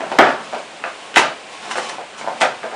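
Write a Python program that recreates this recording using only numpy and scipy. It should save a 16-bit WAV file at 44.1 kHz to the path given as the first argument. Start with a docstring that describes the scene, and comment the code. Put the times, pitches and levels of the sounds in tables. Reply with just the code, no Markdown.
"""Mop knocking and scuffing over tiles

A flat plastic mop is pushed over floor tiles in a small, hard room. Its head and joint knock, three times hard
against a wall, and chatter loosely: decaying modes with cracks and thuds. The cloth swishes, rumbles and scuffs:
coloured random grains. A steady broad noise fills the room. The hardest blows overload the recorder."""
import sys
import numpy as np
from scipy import signal
from scipy.fft import rfft, irfft, next_fast_len
from scipy.io import wavfile
from scipy.ndimage import map_coordinates

SR = 44100
rng = np.random.default_rng(int(sys.argv[2]) if len(sys.argv) > 2 else 0)


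def voltage_ratio(level):
    """Linear amplitude factor for a level in decibels (scalar or array-like)."""
    return 10 ** (np.asarray(level, float) / 20)


def unload_wav(signal):
    """Save mono or channel-first audio to the path in sys.argv[1] as 16-bit WAV at rate SR, clipped to [-1, 1]."""
    wavfile.write(
        sys.argv[1],
        SR,
        np.round(np.clip(np.atleast_2d(signal).T, -1, 1) * 32767).astype(np.int16),
    )


N = 121275  # samples, 2.75 s

# modes of the mop head: pitch_hz, relative level_db, t60_s (capped in ring())
HEAD_MODES = [(525, -9, 0.036), (616, -45, 0.0056), (655, 7, 0.017), (750, 7.5, .016), (890, 12, 0.011),
              (1010, 10.5, 0.0033), (1250, 16.5, 0.007), (1459, 11.5, 0.0071), (1577, 7.5, 0.0063),
              (1688, 20, 0.0043), (1900, 1.5, 0.012), (2035, 0, 0.014), (2500, 11.5, 0.0072),
              (3200, -26, .006)]
# colour of the bright crack of plastic: freq_hz, relative level_db
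CRACK_COLOUR = [(500, -31), (2000, 13), (4500, -5), (8000, -16), (11000, -37)]


def unit(x):
    """Scaled to rms 1."""
    return x / np.sqrt(np.mean(x ** 2) + 1e-20)


def along(points, hz):
    """Reads (Hz, value) points on a log frequency axis."""
    f, v = np.transpose(points)
    return np.interp(np.log(hz + 1), np.log(f + 1), v)


def filtered(x, response):
    """x times a response of frequency."""
    m = next_fast_len(len(x) + 8192)
    spectrum = rfft(x, m) * response(np.fft.rfftfreq(m, 1 / SR))
    return irfft(spectrum, m)[:len(x)]


def coloured(x, colour):
    """x with a (Hz, dB) colour, rms 1."""
    return unit(filtered(x, lambda hz: voltage_ratio(along(colour, hz))))


def wobble(rate):
    """A smooth random curve, rate knots a second."""
    knots = rng.standard_normal(int(N * rate / SR) + 4)
    return map_coordinates(knots, [np.arange(N) * rate / SR])


def near(centre_hz, reach_oct):
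    """Weight of each mode in dB, falling away from a centre: 6 dB down at reach_oct."""
    return lambda hz: -6 * (np.log2(hz / centre_hz) / reach_oct) ** 2


def ring(modes, t, weight_db, longest_t60_s=0.018):
    """A struck body: damped sines, each a little stronger or weaker at every blow."""
    scatter_db, attack_s = 1.2, 0.0008
    hz, db, t60_s = np.transpose(modes)[:, :, None]
    start_db = db + weight_db(hz) + scatter_db * rng.standard_normal(hz.shape)
    decay_db = 60 * t / np.clip(t60_s, 1e-3, longest_t60_s)
    body = (voltage_ratio(start_db - decay_db) * np.sin(2 * np.pi * hz * t)).sum(0)
    return body * (1 - np.exp(-t / attack_s))


def knocks():
    """Every knock rings the head's modes near its centre, with a crack and a thud, and the room answers."""
    # knocks of head and joint: start_s, level_db (peak of the ring before the trim),
    # centre_hz of the ring, crack_db and thud_db (peaks over the ring's)
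    blows = [(.006, -9, 740, -8.5, -6.5), (0.017, -10, 710, -18, -8.5), (.117, -5, 740, -12, -6),
             (.127, -10.5, 710, -38, -26), (0.1856, -1, 870, -14, -26), (.188, 7.5, 1480, -8.5, -7),
             (.192, 10.5, 820, -28, -4), (.5275, -12.5, 890, -30, -16), (.268, -15, 2900, -8, -33),
             (.540, -14, 700, -26, -9), (.553, -13.5, 750, -9, -20), (0.8394, -6, 1940, -18, -47),
             (.8415, -9, 1010, -35, -21.5), (0.852, -18, 1280, -21, -34), (1.142, -21, 2200, 4.5, -1.5),
             (1.16, -2, 1900, 4, -37), (1.164, -7, 2500, -1, -31), (1.168, 6, 780, -26, -8),
             (1.171, 4, 1900, -5.5, -14.5), (1.18, -1, 1230, -3, -4.5), (1.712, -11, 1900, -11, -32),
             (1.7562, -11, 980, -9, -24), (1.783, -10, 1200, -31, -26), (1.896, -15, 915, -4, -34),
             (1.9835, -14.5, 790, -34, -18), (1.996, -37, 890, -37, -18.5), (2.212, -17, 726, -2, -31),
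             (2.244, -16.5, 650, -28, -27), (2.266, -16, 1010, -17, -24), (2.275, -6, 655, -24, -20),
             (2.284, -11, 760, -28, -27), (2.411, -4, 2030, -25, -33), (2.416, -2, 614, -0.5, -9),
             (2.422, 1, 1060, -10.5, -12), (2.632, -12, 1500, -12, -33), (2.7155, -16.5, 1090, -23, -23)]
    # low modes of the thud: pitch_hz, relative level_db, t60_s
    thud_modes = [(170, -16, 0.024), (266, -14, 0.013), (290, -20, 0.063), (366, -7.5, 0.027)]
    reach_oct, trim_db, crack_t60_s = 0.55, -2, 0.025
    out, t = np.zeros(N + SR), np.arange(SR // 10) / SR
    for start_s, level_db, centre_hz, crack_db, thud_db in blows:
        body = ring(HEAD_MODES, t, near(centre_hz, reach_oct))
        thud = ring(thud_modes, t, lambda hz: 0, longest_t60_s=1)
        burst = rng.standard_normal(len(t)) * voltage_ratio(-60 * t / crack_t60_s)
        crack = filtered(burst, lambda hz: voltage_ratio(along(CRACK_COLOUR, hz)))
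        blow = body / abs(body).max()
        blow = blow + voltage_ratio(crack_db) * crack / abs(crack).max()
        blow = blow + voltage_ratio(thud_db) * thud / abs(thud).max()
        hit = room(voltage_ratio(level_db + trim_db) * blow)
        out[round(start_s * SR):][:len(hit)] += hit
    return out[:N]


def rattles():
    """The loose head chatters after a knock: quick uneven taps ring the same modes, weaken, then stop."""
    # bouts of chatter: start_s, length_s, level_db (at the start), loss_db (over the length),
    # centre_hz of the ring, edge_db (bright edge over the ring)
    bouts = [(0.015, 0.046, -28, 10, 770, -17), (0.122, 0.033, -25.5, 6, 796, -8.5),
             (.2, 0.11, -9.5, 13, 1087, -11.5), (.53, 0.046, -23.5, 6.5, 710, -11),
             (0.844, 0.039, -23, 8, 1250, -8), (1.179, 0.13, -20, 13, 1220, -7),
             (1.755, 0.045, -21, 5, 1010, -19.5), (1.984, 0.047, -30.5, 6.5, 780, -19),
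             (2.287, 0.11, -33, 16, 715, -20), (2.41, 0.055, -12, 9, 860, -22.5),
             (2.634, 0.055, -23, 17, 740, -14), (2.72, 0.049, -28, 5, 834, -17)]
    taps_per_s, tap_spread_db, reach_oct = 1100, 2.5, 0.9
    rise_s, settle_s = 0.00073, 0.006
    out, t = np.zeros(N + SR), np.arange(SR // 5) / SR
    for start_s, length_s, level_db, loss_db, centre_hz, edge_db in bouts:
        taps = (rng.random(len(t)) < taps_per_s / SR) * rng.standard_normal(len(t))
        taps = taps * voltage_ratio(tap_spread_db * rng.standard_normal(len(t)))
        body = ring(HEAD_MODES, t[:SR // 20], near(centre_hz, reach_oct))
        chatter = unit(signal.fftconvolve(taps, body)[:len(t)])
        chatter = chatter + voltage_ratio(edge_db) * coloured(taps, CRACK_COLOUR)
        fade = voltage_ratio(level_db - loss_db * t / length_s)
        stop = np.exp(-np.clip(t - length_s, 0, 1) / settle_s)
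        hit = room(chatter * fade * stop * np.clip(t / rise_s, 0, 1))
        out[round(start_s * SR):][:len(hit)] += hit
    return out[:N]


def grit():
    """Dense tiny slips of fibres, uneven in size."""
    grains_per_s, spread_db = 6000, 2
    slips = (rng.random(N) < grains_per_s / SR) * rng.standard_normal(N)
    return slips * voltage_ratio(spread_db * rng.standard_normal(N))


def cloth():
    """Fibres slip over the tiles: a swish, a low rumble through the head, and short scuffs."""
    # the cloth slides: time_s, swish_db, rumble_db (levels before flutter)
    stroke = [(0, -45, -32.5), (.15, -41, -39), (.4, -43, -33), (.5, -41.5, -47.5), (.6, -42, -47.5),
              (.7, -52, -45.5), (.95, -44, -44.5), (1.13, -43, -49), (1.4, -49.5, -50), (1.55, -39.5, -54),
              (1.68, -37, -37), (1.85, -33.5, -44.5), (1.95, -41, -38), (2.02, -69, -72),
              (2.13, -57, -45.5), (2.22, -48, -37), (2.35, -42.5, -39), (2.6, -46.5, -51.5),
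              (2.75, -46.5, -40)]
    # short scuffs of the cloth edge: start_s, length_s, level_db (before flutter)
    edge_scuffs = [(0.203, 0.011, -27), (1.152, 0.047, -19.5), (1.699, 0.02, -24), (1.754, 0.033, -26.5),
                   (1.884, 0.012, -21.5), (2.172, 0.038, -35), (2.4, 0.025, -20)]
    # colours of the three sounds: freq_hz, relative level_db (per Hz)
    swish_colour = [(470, -16), (800, -11), (992, -12), (1090, -2.5), (1190, -26), (2510, -15.5),
                    (7850, -28), (10500, -31.5), (13600, -38), (22000, -120)]
    rumble_colour = [(88, -57), (150, 6), (314, -1), (539, -1), (815, -1.5), (1560, -3), (3000, -40),
                     (3900, -37), (6600, -120)]
    scuff_colour = [(180, -39), (300, -26), (902, 10.5), (1560, -16.5), (1680, -4.5), (3760, -3.5),
                    (8920, -9.5), (10500, -17), (13600, -36), (22000, -120)]
    flutter_db, rumble_flutter_db = 1.5, 1.03
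    rise_s, fall_s = 0.015, 0.0028
    t = np.arange(N) / SR
    time_s, swish_db, rumble_db = np.transpose(stroke)
    swish_level = voltage_ratio(np.interp(t, time_s, swish_db) + flutter_db * wobble(24.64))
    swish = swish_level * coloured(grit(), swish_colour)
    rumble_level = voltage_ratio(np.interp(t, time_s, rumble_db) + rumble_flutter_db * wobble(45.77))
    rumble = rumble_level * coloured(grit(), rumble_colour)
    shape = np.zeros(N)
    for start_s, length_s, level_db in edge_scuffs:
        rise = np.clip((t - start_s) / rise_s, 0, 1)
        fall = np.exp(-np.clip(t - start_s - length_s, 0, 1) / fall_s)
        shape += voltage_ratio(level_db) * rise * fall
    scuff = shape * voltage_ratio(flutter_db * wobble(150)) * coloured(grit(), scuff_colour)
    return room(swish + rumble + scuff)[:N]


def floor():
    """Steady broad noise: coloured random noise whose level barely moves."""
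    # colour of the noise: freq_hz, relative level_db (per Hz)
    noise_colour = [(15, -69), (25, -24.5), (74, -22), (162, -11), (446, -4), (703, -1), (1360, -8),
                    (2620, -5.5), (6020, -19), (7560, -18), (9490, -21.5), (10500, -34), (13600, -90),
                    (22000, -120)]
    level_db, drift_db = -37.5, 0.4
    return voltage_ratio(level_db + drift_db * wobble(8.2)) * coloured(rng.standard_normal(N), noise_colour)


def room(x):
    """The sound itself, a few near walls and a fresh tail that dies band by band."""
    # decay of the tail: freq_hz, t60_s
    tail_decay = [(100, 0.65), (260, 0.32), (700, 0.34), (1800, 0.3), (4800, 0.34), (10000, 0.19)]
    # echoes of near walls: delay_s, level_db
    near_walls = [(.004, -13.5), (.009, -10), (.014, -18), (.021, -15.5)]
    wet_db, build_s = -2, 0.004
    hz, t, z = signal.stft(rng.standard_normal(SR // 2), SR, nperseg=256)
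    decay = voltage_ratio(-60 * t / along(tail_decay, hz)[:, None])
    tail = signal.istft(z * decay, SR, nperseg=256)[1]
    tail = tail * (1 - np.exp(-np.arange(len(tail)) / SR / build_s))
    tail = voltage_ratio(wet_db) * tail / np.linalg.norm(tail)
    tail[0] = 1  # the direct sound
    for delay_s, level_db in near_walls:
        tail[round(delay_s * SR)] += voltage_ratio(level_db)
    return signal.fftconvolve(x, tail)


def scene():
    """All sources, one channel; the mop is too small to sound deep, the steady noise is not."""
    radiates_hz = 160  # corner of each of four high-pass stages
    mop = knocks() + rattles() + cloth()
    mop = filtered(mop, lambda hz: (1j * hz / (radiates_hz + 1j * hz)) ** 4)
    return (mop + floor())[None]


def top_cut(x):
    """Nothing passes above the cut-off."""
    return signal.sosfilt(signal.butter(12, 16350, fs=SR, output="sos"), x)


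def record(dry):
    """A small microphone with a steep top, a hard overload at full scale, then a band limit."""
    mic_top_hz, band_top_hz = 10430, 16300
    mic = filtered(dry[0], lambda hz: 1 / (1 + (hz / mic_top_hz) ** 40) * (hz < 11000))
    overloaded = np.clip(mic, -1, 1)
    mix = filtered(overloaded, lambda hz: hz < band_top_hz)[None]
    return top_cut(mix)


dry = scene()
out = record(dry)
unload_wav(out)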